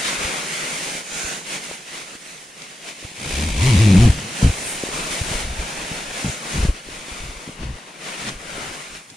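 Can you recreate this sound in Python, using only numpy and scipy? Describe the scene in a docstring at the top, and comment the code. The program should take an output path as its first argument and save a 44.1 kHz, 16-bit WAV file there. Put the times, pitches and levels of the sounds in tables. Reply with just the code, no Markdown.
"""A nylon sleeping bag rustles in swells as someone shifts in it, inside a tent, right against a camera.
Its threads slip and its creases crinkle; quick strokes make the weave sing, and a few stiff creases snap.
Once the cloth drags over the camera body, sticking and slipping so fast that it groans.
Folds bump the camera with dull thuds, and the padding pushes puffs of air at the microphones."""
import sys
import numpy as np
from scipy import signal
from scipy.fft import rfft, irfft
from scipy.io import wavfile

SR = 44100
rng = np.random.default_rng(int(sys.argv[2]) if len(sys.argv) > 2 else 0)


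def waveform_to_disk(signal):
    """Save audio, clipped to [-1, 1], as 16-bit WAV at the path in sys.argv[1]."""
    frames = np.transpose(np.atleast_2d(signal))
    scaled = np.clip(frames, -1, 1) * 32767
    samples = np.round(scaled).astype(np.int16)
    wavfile.write(sys.argv[1], SR, samples)


N = 403956
TIME = np.arange(N) / SR
FREQ = np.maximum(np.arange(N // 2 + 1) * SR / N, 1)

# cloth dragging over the camera: t/s, slip rate/Hz, level/dB
CLOTH_DRAG = [(3.19, 66.64, -58), (3.31, 62.8, -35), (3.39, 71.3, -24), (3.48, 80.3, -22.5),
              (3.505, 51.3, -28), (3.555, 48.1, -25.5), (3.62, 86.83, -16), (3.645, 129.6, -15.5),
              (3.69, 136.5, -14), (3.745, 100, -12), (3.78, 76.4, -12), (3.815, 116.1, -11.5),
              (3.86, 106.6, -10.5), (3.925, 91.9, -10), (3.98, 91.06, -9.5), (4.01, 116.4, -10),
              (4.05, 122.3, -10), (4.078, 101, -9.5), (4.1, 55, -26), (4.12, 44.7, -45)]


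def sliding_nylon(rub_db, body_db, sheen_db, pan_db, slosh_hz=1370, slosh_width_hz=130, slosh_db=7):
    """Countless slipping threads hiss: the padding gives a low body, the smooth face a high sheen."""
    # tone of the sliding cloth: f/Hz, level/dB
    cloth_tone = [(40, -9), (105, -18), (150, 2.5), (300, -1.5), (600, 0), (1150, -5), (1700, -4),
                  (2150, -1), (2600, -1.5), (3300, -5), (4800, -9), (15000, -8.5)]
    # stereo width: f/Hz, side level relative to middle/dB
    stereo_width = [(110, -6), (380, -15.5), (700, -4.5), (1150, 1.5), (1700, -3.5), (2300, -7), (4400, -5),
                    (8100, 1), (15000, -1)]
    # how the two microphone openings colour the sound: f/Hz, left/dB, right/dB
    openings = [(500, 0.5, 1), (750, -0.5, -0.5), (1060, 2.5, -5.5), (1480, 0.5, 0), (2730, -2.5, -4),
                (4930, -1, -1), (6780, -2, 2), (8050, -3, -2), (9400, -0.5, -0.5), (10020, -1.5, -8.5),
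                (11400, -16.5, -16.5), (14300, -20.5, -23), (15600, -32, -33)]
    creases = undb(-22) * crinkle(per_s=260, spread_db=2.5, decay_s=0.0019)
    grip = undb(0.53 * wander(19)) * np.sqrt(1 + creases)
    mid, side = rng.standard_normal((2, N)) * grip
    # air sloshing between the openings rings, pushing on one as it pulls on the other
    side = shape(side, colour(stereo_width) * undb(slosh_db * band(slosh_hz, slosh_width_hz)))
    opening_gains = np.array([colour(np.array(openings)[:, [0, k]]) for k in (1, 2)])
    cloth = shape(np.array([mid + side, mid - side]), colour(cloth_tone) * opening_gains)
    # the padding crumples in slower, coarser steps than the face
    crumple = np.sqrt(1 + undb(-13.5) * crinkle(per_s=140, spread_db=2.5, decay_s=0.0027))
    body_share = 1 / (1 + (FREQ / 1700) ** 8)
    sheen_share = 1 / (1 + (5000 / FREQ) ** 6)
    zones = [(body_share, 500, 1400, undb(body_db - 2.87) * crumple),
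             (1 - body_share - sheen_share, 1800, 4500, undb(1.14)),
             (sheen_share, 5500, 11000, undb(sheen_db - 1.67))]
    out = 0
    for share, low_hz, high_hz, gain in zones:
        strength = np.std(shape(cloth.mean(axis=0), (FREQ > low_hz) & (FREQ < high_hz)))
        out = out + shape(cloth, share) * gain / strength
    return out * undb(rub_db + np.array([pan_db, -pan_db]) / 2)


def body_shifts(rest_db=-51.5, rest_body_db=-2.5, rest_sheen_db=1.5):
    """Each shift adds its power to a faint, steady creep. Gives rubbing, body, sheen and pan in dB."""
    # the person's movements: start/s, rise/s, hold/s, release/s, rubbing level/dB,
    # relative body/dB, relative sheen/dB, left minus right/dB
    moves = [(-0.24, 0.31, 0.026, 0.11, -28, -6, -1.5, 0), (0.022, 0.21, 0.11, 0.26, -29, -3, -2, 0.3),
             (0.37, 0.15, 0.46, 0.07, -32, -4, -0.5, -0.3), (0.972, 0.23, 0.12, 0.17, -32.5, -4, 0, -2),
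             (1.409, 0.11, 0.044, 0.094, -32, -4.5, -1.5, -1),
             (1.59, 0.059, 0.086, 0.129, -37.5, -5, -0.5, -1.6),
             (1.794, 0.15, 0.073, 0.055, -37, -5, -3.0, -1),
             (2.008, 0.072, 0.081, 0.028, -42, -3, -2, -1.6),
             (2.058, 0.23, 0.092, 0.2, -43.2, -5, -0.5, -1.5),
             (2.476, 0.16, 0.079, 0.171, -42.4, -5, -4, -0.5),
             (2.767, 0.12, 0.01, 0.084, -37, -6, -3.3, 0.5),
             (2.893, 0.12, 0.1, 0.04, -40.5, -7, -3.5, -0.6), (3.095, 0.25, 0.14, 0.11, -30, -5, -3, 1),
             (3.475, 0.18, 0.19, 0.14, -26, -6, -4, 1.1), (3.763, 0.23, 0.077, 0.14, -28.5, -3.5, -3.5, 2),
             (3.956, 0.25, 0.13, 0.09, -35.5, -3, -2.5, -0.1),
             (4.28, 0.16, 0.014, 0.15, -30.5, -2.2, -1, -0.9),
             (4.476, 0.093, 0.3, 0.056, -34.5, -2, 0.3, 0), (4.837, 0.099, 0.14, 0.081, -32, -1.2, -1, 0.8),
             (5.049, 0.075, 0.066, 0.395, -30.5, -3, 0, 1),
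             (5.224, 0.1, 0.078, 0.083, -32.3, -1.8, -1.5, 1.4),
             (5.287, 0.31, 0.36, 0.076, -35.5, -0.9, -2.5, 0),
             (5.721, 0.28, 0.068, 0.2, -35.5, -2, -3, 0.4), (6.052, 0.15, 0.1, 0.26, -33.5, -2, -1.3, 0.5),
             (6.377, 0.16, 0.096, 0.13, -31.9, -1.2, -1.5, 1.3),
             (6.715, 0.047, 0.033, 0.033, -40.5, -4, -6.5, -0.5),
             (6.767, 0.17, 0.05, 0.14, -38.5, -2.5, -3.5, 0.9),
             (7.016, 0.079, 0.1, 0.24, -38, -2.5, -3, 1.2), (7.075, 0.33, 0.114, 0.048, -42.5, -1, -4, 1.5),
             (7.504, 0.13, 0.01, 0.18, -41, 0.5, -12, 4.0), (7.656, 0.134, 0.35, 0.111, -47, 1, -18, 1.9),
             (7.972, 0.086, 0.24, 0.035, -36.5, -2.5, -4, 1.5), (8.139, 0.14, 0.01, 0.1, -36, -3.5, -3, 0),
             (8.24, 0.41, 0.015, 0.242, -36, -0.2, -3, 2), (8.552, 0.24, 0.18, 0.078, -41.5, -4.5, -2.5, 0)]
    rub = np.full(N, undb(rest_db) ** 2)
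    body = rub * undb(rest_body_db) ** 2
    sheen = rub * undb(rest_sheen_db) ** 2
    pan = np.zeros(N)
    for start, rise_s, hold_s, release_s, db, body_db, sheen_db, pan_db in moves:
        power = (undb(db) * gesture(start, rise_s, hold_s, release_s, sag_db=-1.26)) ** 2
        rub += power
        body += power * undb(body_db) ** 2
        sheen += power * undb(sheen_db) ** 2
        pan += power * pan_db
    return 10 * np.log10(rub), 10 * np.log10(body / rub), 10 * np.log10(sheen / rub), pan / rub


def crinkle(per_s, spread_db, decay_s):
    """Tiny creases buckle at random and die away at once. Gives their power, averaging one."""
    sizes = undb(spread_db * np.minimum(rng.standard_exponential(N), 4)) ** 2
    buckles = sizes * (rng.random(N) < per_s / SR)
    power = signal.lfilter([1], [1, -np.exp(-1 / (decay_s * SR))], buckles)
    return power / power.mean()


def nearby_folds(rustle, hollow_hz=1480, hollow_width_hz=800):
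    """Cloth close to the microphones muffles the middle pitches and reflects the higher ones."""
    # shading by the folds: t/s, gain around hollow_hz/dB
    shading = [(0, 2.5), (1.0, -2), (1.9, -0.5), (3.1, -4), (3.7, -6.5), (4.3, -2), (6.5, -1.1), (7.5, -2),
               (8.3, 0.5)]
    shade_db, = curves(shading)
    rustle = rustle + (undb(shade_db) - 1) * shape(rustle, band(hollow_hz, hollow_width_hz))
    highs = shape(rustle, 1 / (1 + (650 / FREQ) ** 6))
    return rustle - highs + fold_echo(highs)


def fold_echo(sound, lag_s=0.001069, drift=0.305, echo_db=-11):
    """An echo off the nearest fold cancels some pitches; they shift as its delay wanders."""
    index = np.arange(N)
    echo = [np.interp(index - SR * lag_s * np.exp(drift * wander(1.56)), index, channel)
            for channel in sound]
    return (sound + undb(echo_db) * np.array(echo)) / np.sqrt(1 + undb(echo_db) ** 2)


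def singing_weave():
    """Threads of one layer tick across those of another: the faster, the higher the breathy note."""
    # quick strokes: t/s, half length/s, thread crossing rate/Hz, level/dB
    strokes = [(0.073, 0.044, 3750, -30.5), (0.61, 0.14, 2100, -33.5), (1.227, 0.15, 6600, -34),
               (1.25, 0.13, 1490, -35), (2.88, 0.041, 700, -43.5), (3.38, 0.046, 470, -44),
               (3.68, 0.11, 986, -35), (3.72, 0.082, 3160, -41), (4.04, 0.042, 720, -32.5),
               (4.70, 0.07, 8900, -30), (6.31, .05, 6850, -34), (6.55, .07, 6500, -41)]
    return swells(strokes, channels=2, relative_width=0.19)


def crease_snaps(decay_s=0.0038, relative_width=2.2):
    """A stiff crease hisses as it tightens, then flips over with a short tick."""
    # snapping creases: t/s, level/dB, tightening time/s, f/Hz
    creases = [(0.095, -31, 0.05, 4500), (2.620, -30.5, 0.0005, 3500), (2.884, -37, 0.003, 2600),
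               (7.645, -39, 0.025, 2600), (8.294, -27, 0.026, 2800), (9.101, -34.5, 0.0004, 4000)]
    treble_cut = 1 + (FREQ / 9800) ** 24
    out = 0
    for s, db, tighten_s, hz in creases:
        strain = np.exp(np.minimum((TIME - s) / tighten_s, (s - TIME) / decay_s))
        out = out + undb(db) * strain * noise(band(hz, hz * relative_width) / treble_cut, (2, N))
    return out


def slip_cycle(jitter=0.022):
    """Dragged cloth sticks and slips, never quite evenly. Gives the cycle's phase and when it drags."""
    hz, _ = curves(CLOTH_DRAG)
    phase = 2 * np.pi * np.cumsum(hz * (1 + jitter * wander(59))) / SR
    dragging = (TIME > CLOTH_DRAG[0][0]) & (TIME < CLOTH_DRAG[-1][0])
    return phase, dragging


def judder(phase, rolloff_db=-11, scrape_db=-1, scrape_hz=230, scrape_width_hz=360):
    """Cloth grips the camera and lets go, twice a cycle if pressed hard. Gives groan and bare motion."""
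    # moments when the cloth bears down: t/s, half length/s, pressure/0-1
    grabs = [(3.754, 0.011, 0.72), (3.875, 0.035, 0.3), (3.955, 0.061, 0.86), (4.079, 0.025, 0.54)]
    hz, db = curves(CLOTH_DRAG)
    pressure = sum(force * np.exp(-((TIME - s) / half_s) ** 2) for s, half_s, force in grabs)
    second_slip_db = -17 + 26 * pressure
    second_slip = undb(second_slip_db + 1.1 * wander(50)) * np.sin(2 * phase + 0.61 * wander(32))
    motion = (np.sin(phase) + second_slip) / np.hypot(1, undb(second_slip_db))
    # letting go suddenly adds grit (overtones and a scrape), 9 dB more per octave of slowing
    grit_db = -21 + pressure - 9 * np.log2(hz / hz.max())
    overtones = sum(undb(rolloff_db * (k - 3) + 2.1 * wander(53)) * np.sin(k * phase + 0.5 * wander(49))
                    for k in range(3, 8))
    scrape = unit(noise(band(scrape_hz, scrape_width_hz)) * (2 + motion))
    tone = np.sqrt(2) * (motion + undb(grit_db) * overtones)
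    groan = undb(db + 0.36 * wander(40)) * (tone + undb(grit_db + scrape_db) * scrape)
    return groan, motion


def fold_bumps(rub_db, crest_cycles=0.59, damping=3.8, scuff_db=-22):
    """A fold dents in and springs back: one quickly dying swing, with a little scuff."""
    thuds, contact_power = np.zeros((2, N))
    scuff = noise(band(280, 280))
    for s, db, hz in fold_touches(rub_db):
        cycles = np.arange(int(4 * SR / hz)) * hz / SR
        age = cycles / crest_cycles
        force = undb(db) * (age * np.exp(1 - age)) ** damping
        start = s - 0.75 / hz  # the main upward swing lands near time s
        add(thuds, start, -force * np.sin(2 * np.pi * cycles))
        add(contact_power, start, force ** 2)
    return thuds + undb(scuff_db) * np.sqrt(contact_power) * scuff


def fold_touches(rub_db, skip_gap_s=0.0175, skip_jitter_s=0.00174, taps_per_s=4.6, tap_hz=290):
    """Folds bump, skip along and lightly tap the camera. 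Gives rows of t/s, level/dB, f/Hz."""
    # single bumps: t/s, level/dB, f/Hz
    bumps = [(0.255, -23, 69.5), (0.953, -24.5, 280), (1.252, -29, 60), (1.714, -19.5, 520),
             (2.154, -32, 250), (2.570, -37, 380), (3.029, -28, 300), (3.052, -25.5, 89), (3.118, -35, 170),
             (3.993, -10, 55), (4.103, -2.5, 75), (4.421, -22, 650), (4.452, -6.5, 48), (4.8376, -11, 333),
             (4.89, -19, 330), (5.218, -13, 81), (5.318, -17.5, 120), (5.358, -19.5, 32),
             (5.452, -21.5, 58), (5.601, -17, 46), (5.918, -17, 169), (6.639, -10, 54), (6.654, -8, 142),
             (6.696, -6.5, 51.3), (6.889, -24.5, 330), (7.085, -27, 330), (7.125, -29, 50.3),
             (7.298, -28, 44.6), (7.372, -32, 40), (7.49, -22, 374), (7.634, -21, 280), (8.582, -22.5, 330)]
    # folds that catch and skip: start/s, length/s, first level/dB, first f/Hz
    skip_runs = [(4.43, 0.078, -2.5, 140), (6.247, 0.058, -13.5, 158), (6.565, 0.04, -18.5, 109),
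                 (7.479, 0.026, -22.5, 208), (7.655, 0.068, -22, 80)]
    touches = list(bumps)
    for start, length_s, db, hz in skip_runs:
        for age in np.arange(0, length_s, skip_gap_s):
            s = start + age + skip_jitter_s * rng.standard_normal()
            touches.append((s, db - 83 * age, hz * 2 ** (-14 * age)))  # ever weaker and lower
    # chance taps are louder when the rubbing is louder
    for i in np.flatnonzero(rng.random(N) < taps_per_s / SR):
        size, hardness = rng.standard_normal(2)
        touches.append((i / SR, rub_db[i] + 4 * size, tap_hz * 2 ** (0.35 * hardness)))
    return touches


def settle(thuds, hz=30, decay_s=0.026, db=-7):
    """After a dent the padding swings slowly back to rest."""
    age = TIME[:SR // 5]
    ring = np.exp(-age / decay_s) * np.cos(2 * np.pi * hz * age) * 2 / (decay_s * SR)
    return thuds + undb(db) * signal.fftconvolve(thuds, ring)[:N]


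def padding_rumble(rise_s=0.056, release_s=0.05, puff_hz=6.4, puff_db=6):
    """The squeezed filling lets out air in uneven puffs and brushes the camera with a dull rumble."""
    # weight pressing air out: start/s, length/s, relative level/dB
    presses = [(0.16, 0.12, -49.5), (1.11, 0.15, -45), (3.246, 0.92, -32.5), (4.45, 0.7, -45.5),
               (5.19, 0.44, -36.5), (5.65, 0.53, -48), (6.524, 0.17, -28.5), (6.82, 0.2, -46),
               (7.058, 0.294, -46), (7.494, 0.24, -39), (8.19, 0.5, -50), (8.887, 0.1, -50)]
    # tone of the pushed air: f/Hz, level/dB
    air_tone = [(12, -9), (32, -1.5), (55, -7.5), (110, -14), (220, -24.5), (500, -51), (1500, -90)]
    # padding brushing the camera: t/s, half length/s, f/Hz, level/dB
    brushes = [(3.255, 0.053, 136, -32), (3.40, 0.098, 187, -33), (4.02, 0.04, 517, -42),
               (4.19, 0.11, 140, -31), (4.455, 0.035, 198, -21.5), (5.33, 0.04, 400, -39),
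               (6.262, 0.025, 197, -28.5), (6.57, 0.036, 172, -28), (7.62, 0.036, 170, -35.5),
               (7.69, 0.047, 107, -32), (8.28, 0.069, 168, -34.5), (8.63, 0.06, 129, -43),
               (9.12, 0.029, 140, -44)]
    push = np.zeros(N)
    for start, length_s, db in presses:
        press = gesture(start, rise_s, length_s - rise_s, release_s, sag_db=2.5)  # grows while held
        push = np.hypot(push, undb(db + 5) * press)
    puffs = unit(undb(puff_db * wander(puff_hz)))
    air = push * puffs * noise(colour(air_tone))
    return air + swells(brushes, channels=1, relative_width=0.89)


def swells(table, channels, relative_width):
    """Rubbing noise that swells and fades around one pitch for each row."""
    out = np.zeros((channels, N))
    for s, half_s, hz, db in table:
        swell = np.exp(-((TIME - s) / half_s) ** 2)
        out += undb(db) * swell * noise(band(hz, hz * relative_width), (channels, N))
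    return out


def gesture(start, rise_s, hold_s, release_s, sag_db):
    """Gain that rises to one, changes by sag_db while held and falls back to nothing."""
    corners = start + np.cumsum(np.abs([0, rise_s, hold_s, release_s]))
    return np.interp(TIME, corners, [0, 1, undb(sag_db), 0])


def undb(db):
    """Turn decibels into a gain."""
    return 10 ** (np.asarray(db) / 20)


def unit(x):
    """Scale to an average power of one."""
    return x / np.sqrt(np.mean(x ** 2))


def curves(table):
    """Turn each column of a timed table into one value per sample."""
    s, *columns = np.transpose(table)
    return [np.interp(TIME, s, column) for column in columns]


def colour(points):
    """Gain at every frequency from rows of f/Hz, level/dB."""
    hz, db = np.transpose(points)
    return undb(np.interp(np.log(FREQ), np.log(hz), db))


def shape(x, gain):
    """Filter by a gain at every frequency."""
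    return irfft(rfft(x) * gain, N)


def band(hz, width_hz):
    """Gain that peaks at one pitch and falls away on both sides."""
    return 1 / (1 + ((FREQ - hz * hz / FREQ) / width_hz) ** 2)


def noise(gain, size=N):
    """Filtered noise with an average power of one."""
    return unit(shape(rng.standard_normal(size), gain))


def wander(hz):
    """A smooth random curve with a spread of one, wobbling at up to about this rate."""
    return noise(1 / (1 + (FREQ / hz) ** 4))


def add(track, s, sound):
    """Mix a sound into a track at s seconds."""
    start = int(np.clip(s * SR, 0, N - 1))
    track[..., start:start + sound.shape[-1]] += sound[..., :N - start]


def scene(lean_db=1.1, rasp=0.24):
    """The rustle in the air is wide; sound through the camera body is central, leaning a little left."""
    phase, dragging = slip_cycle()
    rub_db, body_db, sheen_db, pan_db = body_shifts()
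    groan, motion = judder(phase)
    rustle = nearby_folds(sliding_nylon(rub_db, body_db, sheen_db, pan_db)) + singing_weave()
    rustle *= 1 + rasp * dragging * motion  # while the cloth drags, its hiss surges with every slip
    through_camera = dragging * groan + settle(fold_bumps(rub_db)) + padding_rumble()
    lean = undb(np.array([[lean_db], [-lean_db]]) / 2)
    return rustle + crease_snaps() + through_camera * lean


def record(dry):
    """The camera limits the sound to full scale and cuts the highest treble."""
    treble_cut = signal.ellip(8, 0.1, 60, 15650, fs=SR, output="sos")
    return signal.sosfiltfilt(treble_cut, np.clip(dry, -1, 1))


dry = scene()
out = record(dry)
waveform_to_disk(out)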